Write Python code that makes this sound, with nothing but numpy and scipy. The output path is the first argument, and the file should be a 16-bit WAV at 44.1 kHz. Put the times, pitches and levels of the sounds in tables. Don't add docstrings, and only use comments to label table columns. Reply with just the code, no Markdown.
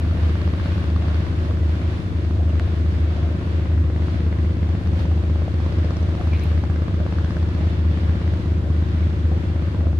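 import sys
import numpy as np
from scipy import signal
from scipy.fft import rfft, irfft, next_fast_len
from scipy.io import wavfile
from scipy.ndimage import uniform_filter1d

SR = 44100
rng = np.random.default_rng(int(sys.argv[2]) if len(sys.argv) > 2 else 0)


def int16_out(signal):
    q = np.round(np.clip(np.atleast_2d(signal).T, -1, 1) * 32767)
    wavfile.write(sys.argv[1], SR, q.astype(np.int16))


def volts(x):
    e = np.asarray(x, float) / 20
    return 10 ** e


N = 440559
T = np.arange(N) / SR
FAST = next_fast_len(N)
SILENCER_LAG = 2.1
HISS_DB = 2


def curve(rows):
    s, *columns = np.transpose(rows)
    return [np.interp(T, s, c) for c in columns]


def on_log(hz, rows):
    f, v = np.transpose(rows)
    return np.interp(np.log(np.maximum(hz, 1)), np.log(f), v)


def unit(x):
    return x / np.sqrt(np.mean(x ** 2))


def walk(rate):
    hold = int(SR / rate)
    steps = np.repeat(rng.standard_normal(N // hold + 1), hold)
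    return 4 / 3 * uniform_filter1d(uniform_filter1d(steps, hold), hold)[:N]


def colour(x, rows, size=1024):
    cepstrum = irfft(np.log(volts(on_log(np.arange(size // 2 + 1) * SR / size, rows))))
    cepstrum[1:size // 2] *= 2
    cepstrum[size // 2 + 1:] = 0
    return signal.fftconvolve(x, irfft(np.exp(rfft(cepstrum))))[:N]


def band(x, hz, width):
    return signal.lfilter(*signal.iirpeak(min(hz, SR / 2.2), hz / width, fs=SR), x)


def steep_band(x, hz, width):
    return band(band(x, hz, width), hz, width)


def bump(at, length):
    return np.exp(-2 * ((T - at) / length) ** 2)


def ports(x, lag, pan_db):
    late = np.interp(np.arange(N) - lag, np.arange(N), x)
    return np.array([late, x]) * volts(np.array([[pan_db], [-pan_db]]) / 2)


# start_s (the crest), length_s, lift_db
SURGES = [(4.854, 0.061, 2.5), (5.007, 0.058, 4.5), (6.393, .3, 3.5), (9.05, 0.037, 1.5)]


def churn():
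    wake_db = 3 * bump(0, 1.33 * 2)
    return wake_db + sum(db * bump(at, length) for at, length, db in SURGES)


# pitch_hz, level_db (per Hz)
WASH = [(22, -74), (43, -59), (70, -54), (86, -46), (108, -62), (137, -65), (165, -58), (215, -64),
        (250, -60), (320, -67.5), (354, -65), (385, -73), (580, -71.5), (830, -81.5), (1700, -82.5),
        (3000, -88), (3500, -88.5), (4400, -92.5), (8000, -106), (9000, -106.5), (16000, -127)]
# pitch_hz, side_db (sides against the front)
WIDE = [(25, -13.5), (75, -15), (130, 5.5), (190, -19), (400, 1), (520, -9.5), (1100, 1.5), (8000, 0),
        (14000, -0.5)]


def wash():
    settled_gurgle_db, settled_spray_db = 4, 0.5
    gurgle_share, spray_share = 0.51, 0.55
    spray_pan_db = -3
    work_db = churn() + .6 * walk(6)
    slosh = walk(10)
    gurgle_db = settled_gurgle_db + gurgle_share * work_db + .9 * slosh
    hiss_db = HISS_DB + work_db + 1.1 * slosh
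    spray_db = settled_spray_db + spray_share * churn()
    hz = np.fft.rfftfreq(FAST, 1 / SR)
    noise = rfft(rng.standard_normal((2, FAST)))
    mid, side = noise * volts(on_log(hz, WASH)) * np.sqrt(SR / 2)
    side = side * volts(on_log(hz, WIDE))
    pair = np.array([mid + side, mid - side])
    out = 0
    for step in range(10):
        share = np.clip(1 - np.abs(np.log2(hz / 31.25 + 1e-9) - step), 0, 1)
        if step < 4:
            churn_db = 0
        elif step < 6:
            churn_db = gurgle_db
        elif step < 8:
            churn_db = hiss_db
        else:
            churn_db = (step - 7) ** 2 * spray_db + .7 * slosh
        pan_db = spray_pan_db * (step > 7) * np.array([[.5], [-.5]])
        out = out + irfft(pair * share, FAST)[:, :N] * volts(churn_db + pan_db + 0.42 * walk(8.1))
    return out


# lowest_hz, highest_hz, rate (bubbles a second at each size),
# level_db (rms before hiss lift, churn and flicker), fall_db (an octave)
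FOAM = (899.5, 4400.5, 26.5, -56.5, 3.5)


def foam():
    lo_hz, hi_hz, rate, db, fall_db = FOAM
    out = 0
    for hz in np.geomspace(lo_hz, hi_hz, 8):
        where, size = rng.random((2, int(2 * rate * N / SR)))
        bursts = np.zeros(2 * N)
        bursts[(where * 2 * N).astype(int)] = volts(18.0 * size)
        ring = band(band(bursts.reshape(2, N), hz, hz / 12), hz, hz / 6)
        out = out + unit(ring) * volts(-fall_db * np.log2(hz / lo_hz))
    return unit(out) * volts(db + HISS_DB + churn() + 1.5 * walk(7))


# start_s (mid-cluster), level_db (relative), pitch_hz (typical, at onset), length_s
LAPS = [(0.131, -46, 596, 0.12), (1.048, -44, 564, 0.076), (1.52, -40, 514, 0.071),
        (2.428, -39.5, 576, .14), (3.242, -40, 558, 0.13), (4.949, -40.5, 570, 0.11),
        (6.22, -40.5, 640, 0.089), (7.016, -38.5, 521, 0.07), (7.595, -42.5, 562, 0.096),
        (8.678, -43, 562, 0.059), (9.331, -39.5, 530, 0.12), (9.849, -39, 545, 0.062)]


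def laps():
    out, t = np.zeros((2, N + 2000)), np.arange(2000) / SR
    for at, db, hz, length in LAPS:
        for when, pitch, size, side in rng.standard_normal((26, 4)):
            bubble_hz = hz * np.exp(.12 * pitch)
            i = int(np.clip(at + when * length / 2, 0, T[-1]) * SR)
            tone = np.sin(2 * np.pi * bubble_hz * t * (1 + 5 * t))
            bubble = tone * np.exp(-t / 0.0079) * np.minimum(t / 0.0041, 1)
            pan_db = 5.4 * side * np.array([[1], [-1]])
            out[:, i:i + 2000] += volts(db + 3.0 + 1.5 * size + pan_db) * bubble
    return out[:, :N]


# start_s, level_db (peak), pitch_hz, width_hz
TICKS = [(2.5975, -19.5, 1450, 1500), (2.597, -39, 8000, 6000), (6.428, -48, 11000, 5000),
         (6.4385, -33, 11500, 6000), (6.445, -50, 13000, 4000)]


def ticks():
    out = np.zeros((2, N))
    for at, db, hz, width in TICKS:
        click = 1. * (np.arange(600) == 0)
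        tick = steep_band(click, hz, width)
        i = int(at * SR)
        out[:, i:i + 600] += tick * volts(db) / np.abs(tick).max()
    return out


# start_s (mid-swell), level_db (rms before grain and swell), pitch_hz, width_hz, length_s
RASPS = [(2.497, -47, 2830, 300, .016), (6.345, -41, 2350, 600, .04), (6.42, -46, 2300, 650, .05),
         (6.358, -52, 3950, 500, .025), (6.43, -53, 4000, 500, .025)]


def rasps():
    out = np.zeros((2, N))
    for at, db, hz, width, length in RASPS:
        grain = unit(steep_band(rng.standard_normal(N), hz, width)) * volts(2.5 * walk(150))
        out += ports(grain * bump(at, length) * volts(db), 1.5, 0)
    return out


# pitch_hz, width_hz, level_db (rms before waver)
CASING = [(1050, 77, -55), (1660, 120, -59), (2150, 160, -70), (3370, 1200, -70)]


def casing():
    out = 0
    for hz, width, db in CASING:
        out = out + unit(band(rng.standard_normal(N), hz, width)) * volts(db + 2.0 * walk(5.9))
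    return ports(out, 13.0, 0)


def diesel(hz, orders, start, waver_db):
    turns = 2 * np.pi * (hz * T + start)
    out = 0
    for k, db in orders:
        random_phase = (8 < k < 22) * rng.uniform(0, 2 * np.pi)
        lag = SILENCER_LAG + k % 2 * np.pi / 2 + random_phase
        out = out + np.sqrt(2) * volts(db + waver_db * walk(3.7)) * np.cos(k * turns - lag)
    return out


# multiple (of 411.5 Hz), level_db (rms before waver)
WHINE = [(15, -86), (16, -84), (17, -90), (18, -89)]


def whine():
    return diesel(411.5, WHINE, 0, 1.5)


# multiple (of 37.4 Hz), level_db (rms before waver)
HUM = [(1, -45.5)]


def hum():
    return diesel(37.4, HUM, 0, .7)


# multiple (of the cycle), level_db (rms before waver and pan)
FAR = [(4, -47), (5, -36), (6, -39)]


def far_engine():
    return ports(diesel(15.72, FAR, 0.041, 1.0), 4.0, .6)


# multiple (of the cycle), level_db (relative to the ferry level curve, before waver)
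FERRY = [(6, -1.5), (15, -11.5), (20, -14.5)]
# start_s, level_db (rms reference before waver and pan)
FERRY_LEVEL = [(0, -28.5), (3, -29.5), (5.5, -32), (7, -40.5), (10, -40)]


def ferry():
    tones = diesel(12.727, FERRY, 0.0795, 0.94)
    return ports(tones * volts(curve(FERRY_LEVEL)[0]), 0, -1.1)


# multiple (of the cycle), level_db (rms before waver and pan)
MOORED = [(4, -45), (6, -22), (7, -27.7), (8, -30), (8.5, -51), (9, -48), (10, -51), (11, -44), (12, -38),
          (14, -45), (18, -49), (20, -53), (22, -44), (24, -41), (26, -44.5), (28, -42.5), (34, -52)]


def moored():
    return ports(diesel(12.969, MOORED, 0, 0.68), 0, 1.66)


def firing_chance(cycle):
    return rng.standard_normal(cycle[-1] + 1)[cycle]


# pitch_hz, gain_db (relative)
PUTT_PIPE = [(33, -38), (48, -21), (66, -11), (82, 2), (98, -11), (115, -13), (130, -19), (148, -8),
             (165, -11), (181, -6), (200, -14), (225, -19), (248, -12), (290, -28), (400, -40),
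             (1500, -110)]
# start_s, level_db (rms reference before pan)
THUMP_LEVEL = [(0, -26.5), (.6, -28), (1.35, -29.5), (2.3, -32.5), (3.3, -29.5), (4.45, -26), (5.4, -27.5),
               (6.9, -26.5), (7.75, -25.5), (9.25, -26), (10, -27)]


def thump(turns):
    cycle = np.floor(turns).astype(int)
    firings = np.diff(cycle, prepend=0) * volts(0.36 * firing_chance(cycle))
    pipe = volts(on_log(np.fft.rfftfreq(FAST, 1 / SR), PUTT_PIPE)) * np.exp(-1j * SILENCER_LAG)
    rung = irfft(rfft(firings, FAST) * pipe, FAST)[:N]
    return unit(rung) * volts(curve(THUMP_LEVEL)[0])


def favour(hz, best_hz):
    reach_octaves = .7
    return np.exp(-2 * (np.log2(hz / best_hz) / reach_octaves) ** 2)


# start_s, lift_db, pitch_hz (that barks most)
BARKS = [(.779, 4, 1500), (.961, 7, 1250), (1.145, 7, 4400), (3.901, 8, 650), (4.324, 4, 1900),
         (5.357, 3, 650), (5.662, 6, 800), (5.968, 7, 5700), (6.637, 5, 700), (6.880, 5, 1200),
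         (7.125, 8, 2700), (7.185, 6, 1300), (7.487, 6, 5900)]


def bark_lifts(cycle):
    barks = np.ones((cycle[-1] + 1, 2)) * [0, 1]
    for at, *bark in BARKS:
        barks[cycle[int(at * SR) + 300]] = bark
    return barks[cycle].T


# start_s (mid-puff), length_s, pop_lift_db, crack_lift_db,
# pitch_hz (cracks carried best)
GUSTS = [(0.6, 1.5, 4, 12, 1300), (.8, 1.3, 0, 10, 4300), (4.3, .8, 6, 12, 1950), (4.9, .3, 0, 9, 5800),
         (5.55, 0.9, 11, 2, 1000), (6.1, .8, 0, 10, 5600), (7.0, 1.1, 8, 13, 1400), (7.25, .6, 0, 10, 4800),
         (8.2, 0.41, 4, 8, 1900), (9.9, 0.42, 6.5, 3, 1200)]
# pitch_hz, gain_db (relative)
POP = [(300, -24), (480, 0), (700, 0), (1000, -7), (1500, -20), (2600, -44), (7000, -70)]


def pop(cycle, since, bark_db, bark_hz):
    puff = since * np.exp(-since / .021) * volts(bark_db * favour(700, bark_hz))
    rough_puff = puff * volts(1.0 * firing_chance(cycle)) * (2.5 + rng.standard_normal(N))
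    lift_db = sum(db * bump(at, length) for at, length, db, *_ in GUSTS)
    return unit(colour(rough_puff, POP)) * volts(-52 + lift_db)


# pitch_hz, width_hz, level_db (relative)
CRACK_RINGS = [(1150, 400, -2), (1600, 350, -7), (2000, 350, -9), (2700, 320, -11), (3400, 320, -13),
               (4400, 320, -14.5), (5200, 320, -17), (5850, 350, -18)]


def crack(cycle, bark_db, bark_hz):
    crack_db, ring_scatter_db = -57.5, 3.5
    front = np.roll(np.diff(cycle, prepend=0), 40) * volts(firing_chance(cycle))
    out = 0
    for hz, width, ring_db in CRACK_RINGS:
        chance = firing_chance(cycle)
        strike_db = ring_scatter_db * chance * (bark_db == 0) + bark_db * favour(hz, bark_hz)
        strike = front * np.sign(chance) * volts(strike_db)
        lift_db = sum(db * bump(at, length) * favour(hz, best_hz) for at, length, _, db, best_hz in GUSTS)
        out = out + unit(steep_band(strike, hz, width)) * volts(crack_db + ring_db + lift_db)
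    return out


def wall_echo(gas):
    echo_s, echo_db, echo_hz = .0122, -7, 1900
    return volts(echo_db) * np.roll(band(gas, echo_hz, echo_hz), int(echo_s * SR))


# start_s, rate_hz (firings a second)
PUTT_SPEED = [(0, 16.43), (1.008, 16.477), (2.008, 16.227), (4.578, 16.489), (5.985, 16.389),
              (7.942, 16.521), (9.51, 16.234), (10, 16.294)]


def putt():
    turns = np.cumsum(curve(PUTT_SPEED)[0]) / SR + 0.1657
    cycle, since = np.divmod(turns + .025, 1)
    cycle = cycle.astype(int)
    bark_db, bark_hz = bark_lifts(cycle)
    gas = pop(cycle, since, bark_db, bark_hz) + crack(cycle, bark_db, bark_hz)
    return ports(thump(turns), 2.3, -.8) + ports(gas + wall_echo(gas), 2.5, .3)


def scene():
    water = wash() + foam() + laps()
    close_by = ticks() + rasps()
    engines = casing() + whine() + hum() + far_engine() + ferry() + moored()
    return water + close_by + engines + putt()


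def band_limit(x):
    return signal.sosfilt(signal.butter(12, 15710, fs=SR, output="sos"), x)


def record(dry):
    return band_limit(dry)


dry = scene()
out = record(dry)
int16_out(out)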